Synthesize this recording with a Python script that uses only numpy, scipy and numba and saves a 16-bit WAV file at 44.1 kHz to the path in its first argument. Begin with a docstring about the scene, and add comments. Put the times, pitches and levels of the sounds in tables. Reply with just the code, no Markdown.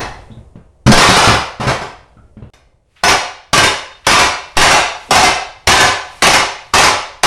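"""A small bare room with a wooden floor: a hollow plastic toy is flung, nudged with a shoe, then hammered.
Contacts crack the shell and set the room ringing; harder bounces are brighter. After each of nine blows
the toy jumps and lands again. Boards boom under toy and feet, a sole squeaks once, a sleeve rustles.
The microphone is overloaded: its limiter holds loud crashes flat before the room is heard dying away."""
import sys
import numpy as np
from scipy import signal
from scipy.fft import rfft, irfft
from scipy.io import wavfile
from scipy.ndimage import map_coordinates
from numba import njit

SR = 44100
rng = np.random.default_rng(int(sys.argv[2]) if len(sys.argv) > 2 else 0)


def dump(signal):
    """Clip the signal to [-1, 1] and save it as 16-bit WAV at the path in sys.argv[1]."""
    limited = np.clip(np.atleast_2d(signal).T, -1, 1)
    pcm = np.round(limited * 32767).astype(np.int16)
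    wavfile.write(sys.argv[1], SR, pcm)


N = 320166
TIME_S = np.arange(N) / SR
RING_S = np.arange(SR) / SR  # time axis of one event
HZ = np.fft.rfftfreq(SR, 1 / SR)
DIP_START_S, DIP_END_S = 2.502, 2.535


def amp(db):
    """Decibels to gain."""
    return 10 ** (np.asarray(db) / 20)


def unit(x):
    """Scale to rms 1."""
    return x / np.sqrt(np.mean(x ** 2) + 1e-20)


def along(points, hz):
    """Interpolate (f/Hz, value) points on a log axis."""
    f, values = np.transpose(points)
    return np.interp(np.log(hz + 1), np.log(f + 1), values)


def add(track, t_s, sound):
    """Mix a sound into the track from t_s."""
    start = max(round(t_s * SR), 0)
    part = sound[:max(N - start, 0)]
    track[start:start + len(part)] += part


def noise(spectrum):
    """Steady coloured noise, rms 1."""
    colour = amp(along(spectrum, np.fft.rfftfreq(N, 1 / SR)))
    return unit(irfft(rfft(rng.standard_normal(N)) * colour, N))


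def resonances(modes):
    """Sum of resonance peaks in dB, from rows of f/Hz, width/Hz, level/dB."""
    return sum(db / (1 + (2 * (HZ - hz) / width_hz) ** 2) for hz, width_hz, db in modes)


def tilt(db_oct):
    """Brightness slope in dB about 1500 Hz."""
    return db_oct * np.log2(np.maximum(HZ, 200) / 1500)


def upper_modes(spacing_hz):
    """Spectral ripple: each contact rings the shell's many upper modes at random strengths."""
    strengths = rng.standard_normal(2048)
    return map_coordinates(strengths, [HZ / spacing_hz], mode='mirror') * np.minimum(HZ / 1500, 1)


# room decay: f/Hz, t60/s
ROOM_DECAY = [(80, 0.41), (210, 0.27), (560, 0.57), (1470, 0.53), (3880, 0.54), (10200, 0.37),
              (15000, 0.12)]


def crash(colour_db, rise_s=0.00085, early_db=-2, early_t60_s=0.19, early_db_oct=2,
          snap_db=-3, snap_t60_s=0.016, ripple_db=4.5):
    """One contact: a snap, early reflections, then dense room echoes whose top dies first."""
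    colour = amp(colour_db + 3.2 * upper_modes(spacing_hz=75))
    late, early = rfft(rng.standard_normal((2, SR))) * colour
    hz, t, frames = signal.stft(unit(irfft(late, SR)), SR, nperseg=512)
    decay = amp(-60 * t / along(ROOM_DECAY, hz)[:, None])
    echoes = signal.istft(frames * decay, SR, nperseg=512)[1][:SR]
    # wide, damped modes of the plastic colour only the first moments
    clack_colour = amp(tilt(early_db_oct) + ripple_db * upper_modes(spacing_hz=140))
    clack = unit(irfft(early * clack_colour, SR))
    clack_envelope = amp(early_db - 60 * RING_S / early_t60_s) + amp(snap_db - 60 * RING_S / snap_t60_s)
    return (echoes + clack_envelope * clack) * (1 - np.exp(-RING_S / rise_s))


# floorboard modes: f/Hz, level/dB, t60/s
BOARD_MODES = [(72.8, -14, 0.65), (116.5, -0.5, 0.17), (138.4, -7, 0.26), (174, -2, 0.17),
               (212.6, -0.5, 0.2), (263.3, -8.5, 0.14)]


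def boom(hardness_db_oct, scatter_db=4, detune=0.036, rise_s=0.0016):
    """Boards ring in a few low modes; hard contacts favour the upper ones."""
    out = np.zeros(SR)
    for hz, db, t60_s in BOARD_MODES:
        level_draw, pitch_draw = rng.standard_normal(2)
        start_db = db + hardness_db_oct * np.log2(hz / 200) + scatter_db * level_draw
        mode_hz = hz * (1 + detune * pitch_draw)
        out -= amp(start_db - 60 * RING_S / t60_s) * np.sin(2 * np.pi * mode_hz * RING_S)
    return out * (1 - np.exp(-RING_S / rise_s))


# narrow shell resonances: f/Hz, width/Hz, level/dB
SHELL_MODES = [(90, 29, 4), (151, 26, 8), (397.5, 38, 8.5), (530, 120, 6.5), (722.2, 37, 10), (766, 12, 5),
               (854.5, 62, 7.5), (1016, 77, 6), (1153, 68, 6), (1512, 49, 2), (1570, 15, 7.5),
               (2070, 130, 2.5), (2270, 80, 2.5), (2495, 21, 0.5), (2910, 83, 3), (3650, 26, 10.5),
               (4270, 92, 3), (5230, 89, 3)]


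def shell():
    """Resonance curve of the hollow shell, in dB."""
    return resonances(SHELL_MODES)


# spectrum of toy on floor: f/Hz, level/dB
BOUNCE_SPECTRUM = [(25, -4), (120, 3), (300, 2.5), (480, -0.5), (680, 1.5), (1200, 1), (2000, -3.5),
                   (3500, -10.5), (5500, -11.5), (7500, -20), (9800, -22.5), (13500, -42)]
# bounces and nudges: t/s, level/dB, relative thud/dB
BOUNCES = [(0.0, -18, -17), (0.8629, -7.5, -0.5), (0.916, 2, -11), (0.973, 1, -6), (1.015, 4.5, -22.5),
           (1.089, 1, -1), (1.165, 5, -11), (1.274, -6.5, 2), (1.335, -13.5, -1), (1.598, -19, 0),
           (1.623, -19.5, -5), (1.668, -13, 0), (1.69, -14.5, -3), (1.81, -22, -18)]


def tumbling():
    """Each bounce clacks the shell, quicker and brighter when harder, and thuds the boards."""
    out = np.zeros(N)
    colour_db = along(BOUNCE_SPECTRUM, HZ) + 0.65 * shell()
    for t_s, db, thud_db in BOUNCES:
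        clack = crash(colour_db + tilt(1.47 + 0.11 * db), rise_s=0.0025 / amp(0.36 * db),
                      early_db=-4, early_t60_s=0.38, early_db_oct=1, snap_db=-9.5, ripple_db=3)
        thud = amp(thud_db - 3) * boom(hardness_db_oct=-1)
        add(out, t_s, amp(db) * (clack + thud))
    return out


# room tone spectrum: f/Hz, level/dB
TONE_SPECTRUM = [(25, 1), (60, 3.5), (120, -3.5), (220, -16.5), (600, -14), (1500, -36), (4000, -42.5),
                 (9500, -40), (13000, -62)]
# room tone envelope: t/s, level/dB
TONE_ENVELOPE = [(0, -30), (.7, -49), (0.819, -48), (2.2, -46), (2.6, -50), (2.95, -58), (4.899, -47),
                 (7.26, -49)]


def room_tone():
    """Low room rumble under a faint hiss."""
    return noise(TONE_SPECTRUM) * amp(np.interp(TIME_S, *np.transpose(TONE_ENVELOPE)))


# spectrum of sole on wood: f/Hz, level/dB
SCUFF_SPECTRUM = [(40, -14), (200, 2), (380, 5.5), (600, 0.5), (1400, -10), (3000, -18.5), (8000, -46.5),
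                  (14000, -55.5)]
# footfalls and the toy's landing: t/s, level/dB
THUMPS = [(0.303, -33.5), (0.371, -37.5), (0.556, -30), (0.8635, -8), (0.879, 4.5), (2.169, -39.5),
          (2.24, -51), (2.369, -32.5), (2.423, -29)]


def thumps():
    """Weight booms the boards: heavy contacts are harder, light ones scuffier."""
    out = np.zeros(N)
    for t_s, db in THUMPS:
        scuff = amp(-18 + 0.85 * db) * crash(along(SCUFF_SPECTRUM, HZ), early_db_oct=0)
        add(out, t_s, amp(db) * boom(hardness_db_oct=4 + 0.2372 * db) + scuff)
    return out


def noise_bursts(bursts, length_s, width_oct, rise_s=0.0064, fade_t60_s=0.32):
    """Short bursts of noise, each in its own band."""
    out = np.zeros(N)
    envelope = np.minimum(RING_S / rise_s, 1) * amp(-60 * np.maximum(RING_S - length_s, 0) / fade_t60_s)
    for t_s, db, hz in bursts:
        band = 1 / (1 + (np.log2((HZ + 1) / hz) / width_oct) ** 4)
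        band_noise = unit(irfft(rfft(rng.standard_normal(SR)) * band, SR))
        add(out, t_s, amp(db) * envelope * band_noise)
    return out


# sole squeak, then toy knock: t/s, level/dB, f/Hz
SQUEAK_AND_KNOCK = [(0.31, -52, 3600), (2.166, -49, 1343)]


def squeak_and_knock():
    """Short narrow-band sounds: a high sole squeak, then a light ringing knock of the toy."""
    return noise_bursts(SQUEAK_AND_KNOCK, length_s=0.019, width_oct=0.12)


# air pushed at the microphone: t/s, length/s, level/dB
PUFFS = [(0.927, 0.071, 3.5), (4.566, 0.086, 1.5)]


def puffs():
    """One slow swing of air pressure at violent contacts."""
    out = np.zeros(N)
    for t_s, length_s, db in PUFFS:
        cycles = RING_S / length_s
        add(out, t_s, -amp(db) * np.sin(2 * np.pi * cycles) * np.exp(-cycles) * (cycles < 1))
    return out


# spectrum of hammer on toy: f/Hz, level/dB
BLOW_SPECTRUM = [(25, -6.5), (80, -3), (150, -8.5), (220, -4.5), (290, -3), (470, -11.5), (650, -5),
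                 (1000, -5.5), (1400, -7), (2400, -6.5), (3500, -14), (5800, -13), (7500, -20.5),
                 (9800, -22.5), (13500, -38)]
# broad resonances of the shell's main parts: f/Hz, width/Hz, level/dB
PART_MODES = [(420, 340, -0.5), (1210, 360, 1.5), (2300, 320, -1)]
# hammer blows: t/s, level/dB, toy's flight/s, belly ring/dB, sleeve rustle/dB
BLOWS = [(3.0358, -2.5, .06, 1.5, -61), (3.531, -1, .1, -10.5, -71), (4.067, 2.5, 0.12, -3.5, -61),
         (4.569, 5.5, .14, -0.5, -56), (5.108, 3, 0.12, 7, -44.5), (5.672, 4.5, 0.13, 2, -62),
         (6.222, 2, .11, -0.5, -42.5), (6.737, 2.5, .095, -3.5, -54), (7.2334, 4, .1, 0.5, -61)]


def hammering(graze_lead_s=0.0034, crush_lag_s=0.045, belly_hz=763, belly_width_hz=74):
    """Each blow grazes, cracks the shell and drives it onto the boards; the toy jumps and lands."""
    out = np.zeros(N)
    body_db = along(BLOW_SPECTRUM, HZ)
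    add(out, DIP_END_S, amp(-45) * crash(body_db + shell()))  # faint clack ahead of the blows
    broad_db = body_db + tilt(0.99)
    modes_db = shell() + resonances(PART_MODES)
    for t_s, db, flight_s, belly_db, _ in BLOWS:
        # the belly rings more or less by where the hammer lands
        ring_db = modes_db + resonances([(belly_hz, belly_width_hz, belly_db)])
        crack = crash(broad_db + ring_db, early_db=-6.5, early_t60_s=0.12, early_db_oct=1,
                      snap_db=2.5, ripple_db=2.5)
        crush = crash(broad_db + ring_db, early_db=-5.5, early_t60_s=0.11, early_db_oct=1.5,
                      snap_db=-13.5)
        landing = crash(broad_db + 1.055 * ring_db, rise_s=0.0049, early_db=-5, early_t60_s=0.12,
                        early_db_oct=-0.33, snap_db=-8, ripple_db=9)
        thud = amp(-24) * boom(hardness_db_oct=-1.4)
        add(out, t_s - graze_lead_s, amp(db - 36) * crack)
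        add(out, t_s, amp(db - 3.5) * (crack + thud))
        add(out, t_s + crush_lag_s, amp(db - 4) * crush)
        add(out, t_s + flight_s, amp(db - 5) * landing)
    return out


def sleeve_swells(lead_s=0.043, half_width_s=0.097):
    """Envelope of the arm's swing, peaking just before each blow."""
    return sum(amp(db) * np.exp(-((TIME_S - t_s + lead_s) / half_width_s) ** 2) for t_s, *_, db in BLOWS)


# cloth spectrum: f/Hz, level/dB
CLOTH_SPECTRUM = [(200, -6), (1000, 0), (2500, 1), (6000, -7), (10000, -8.5), (13500, -26)]


def sleeve():
    """Cloth rustles as the arm swings."""
    return sleeve_swells() * noise(CLOTH_SPECTRUM)


# faster downswings: t/s, level/dB, f/Hz
SWISHES = [(2.957, -48.5, 1900), (4.042, -38, 2050), (4.551, -38.5, 2000), (5.086, -34, 280)]


def swishes():
    """A fast downswing swishes in a wide band."""
    return noise_bursts(SWISHES, length_s=0.04, width_oct=1)


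def scene(dip_db=-16):
    """Mono mix; the level dips briefly between tumbling and hammering."""
    before_dip = TIME_S < DIP_START_S
    floor = thumps() * (before_dip | (TIME_S > BLOWS[0][0]))  # muted from dip to first blow
    toy = tumbling() * before_dip + hammering()
    mix = toy + floor + squeak_and_knock() + swishes() + sleeve() + puffs() + room_tone()
    gain = np.where(before_dip | (TIME_S >= DIP_END_S), 1, amp(dip_db))
    return np.tile(mix * gain, (2, 1))


@njit
def follow(level, attack, release):
    """Level detector; attack and release are per-sample coefficients."""
    out = np.empty_like(level)
    held = 0.0
    for i in range(len(level)):
        held += (level[i] - held) * (attack if level[i] > held else release)
        out[i] = held
    return out


def record(dry, limit_db=2, attack_s=0.00005, release_s=0.053, ahead_s=0.0021, sense_hz=400,
           knee=7, top_hz=15900):
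    """Look-ahead limiter deaf to the bass, soft clipping, then a dull, band-limited top."""
    mono = dry[0]
    sensed = signal.sosfilt(signal.butter(2, sense_hz, 'high', fs=SR, output='sos'), mono)
    level = follow(np.abs(sensed), 1 / (attack_s * SR), 1 / (release_s * SR))
    level_ahead = np.interp(TIME_S + ahead_s, TIME_S, level)
    limited = mono / (1 + (level_ahead / amp(limit_db)) ** 8) ** (1 / 8)
    clipped = limited / (1 + np.abs(limited) ** knee) ** (1 / knee)
    hz = np.fft.rfftfreq(N, 1 / SR)
    treble_cut = amp(along([(13900, 0), (14300, -13)], hz)) * (hz < top_hz)
    return np.tile(irfft(rfft(clipped) * treble_cut, N), (2, 1))


dry = scene()
out = record(dry)
dump(out)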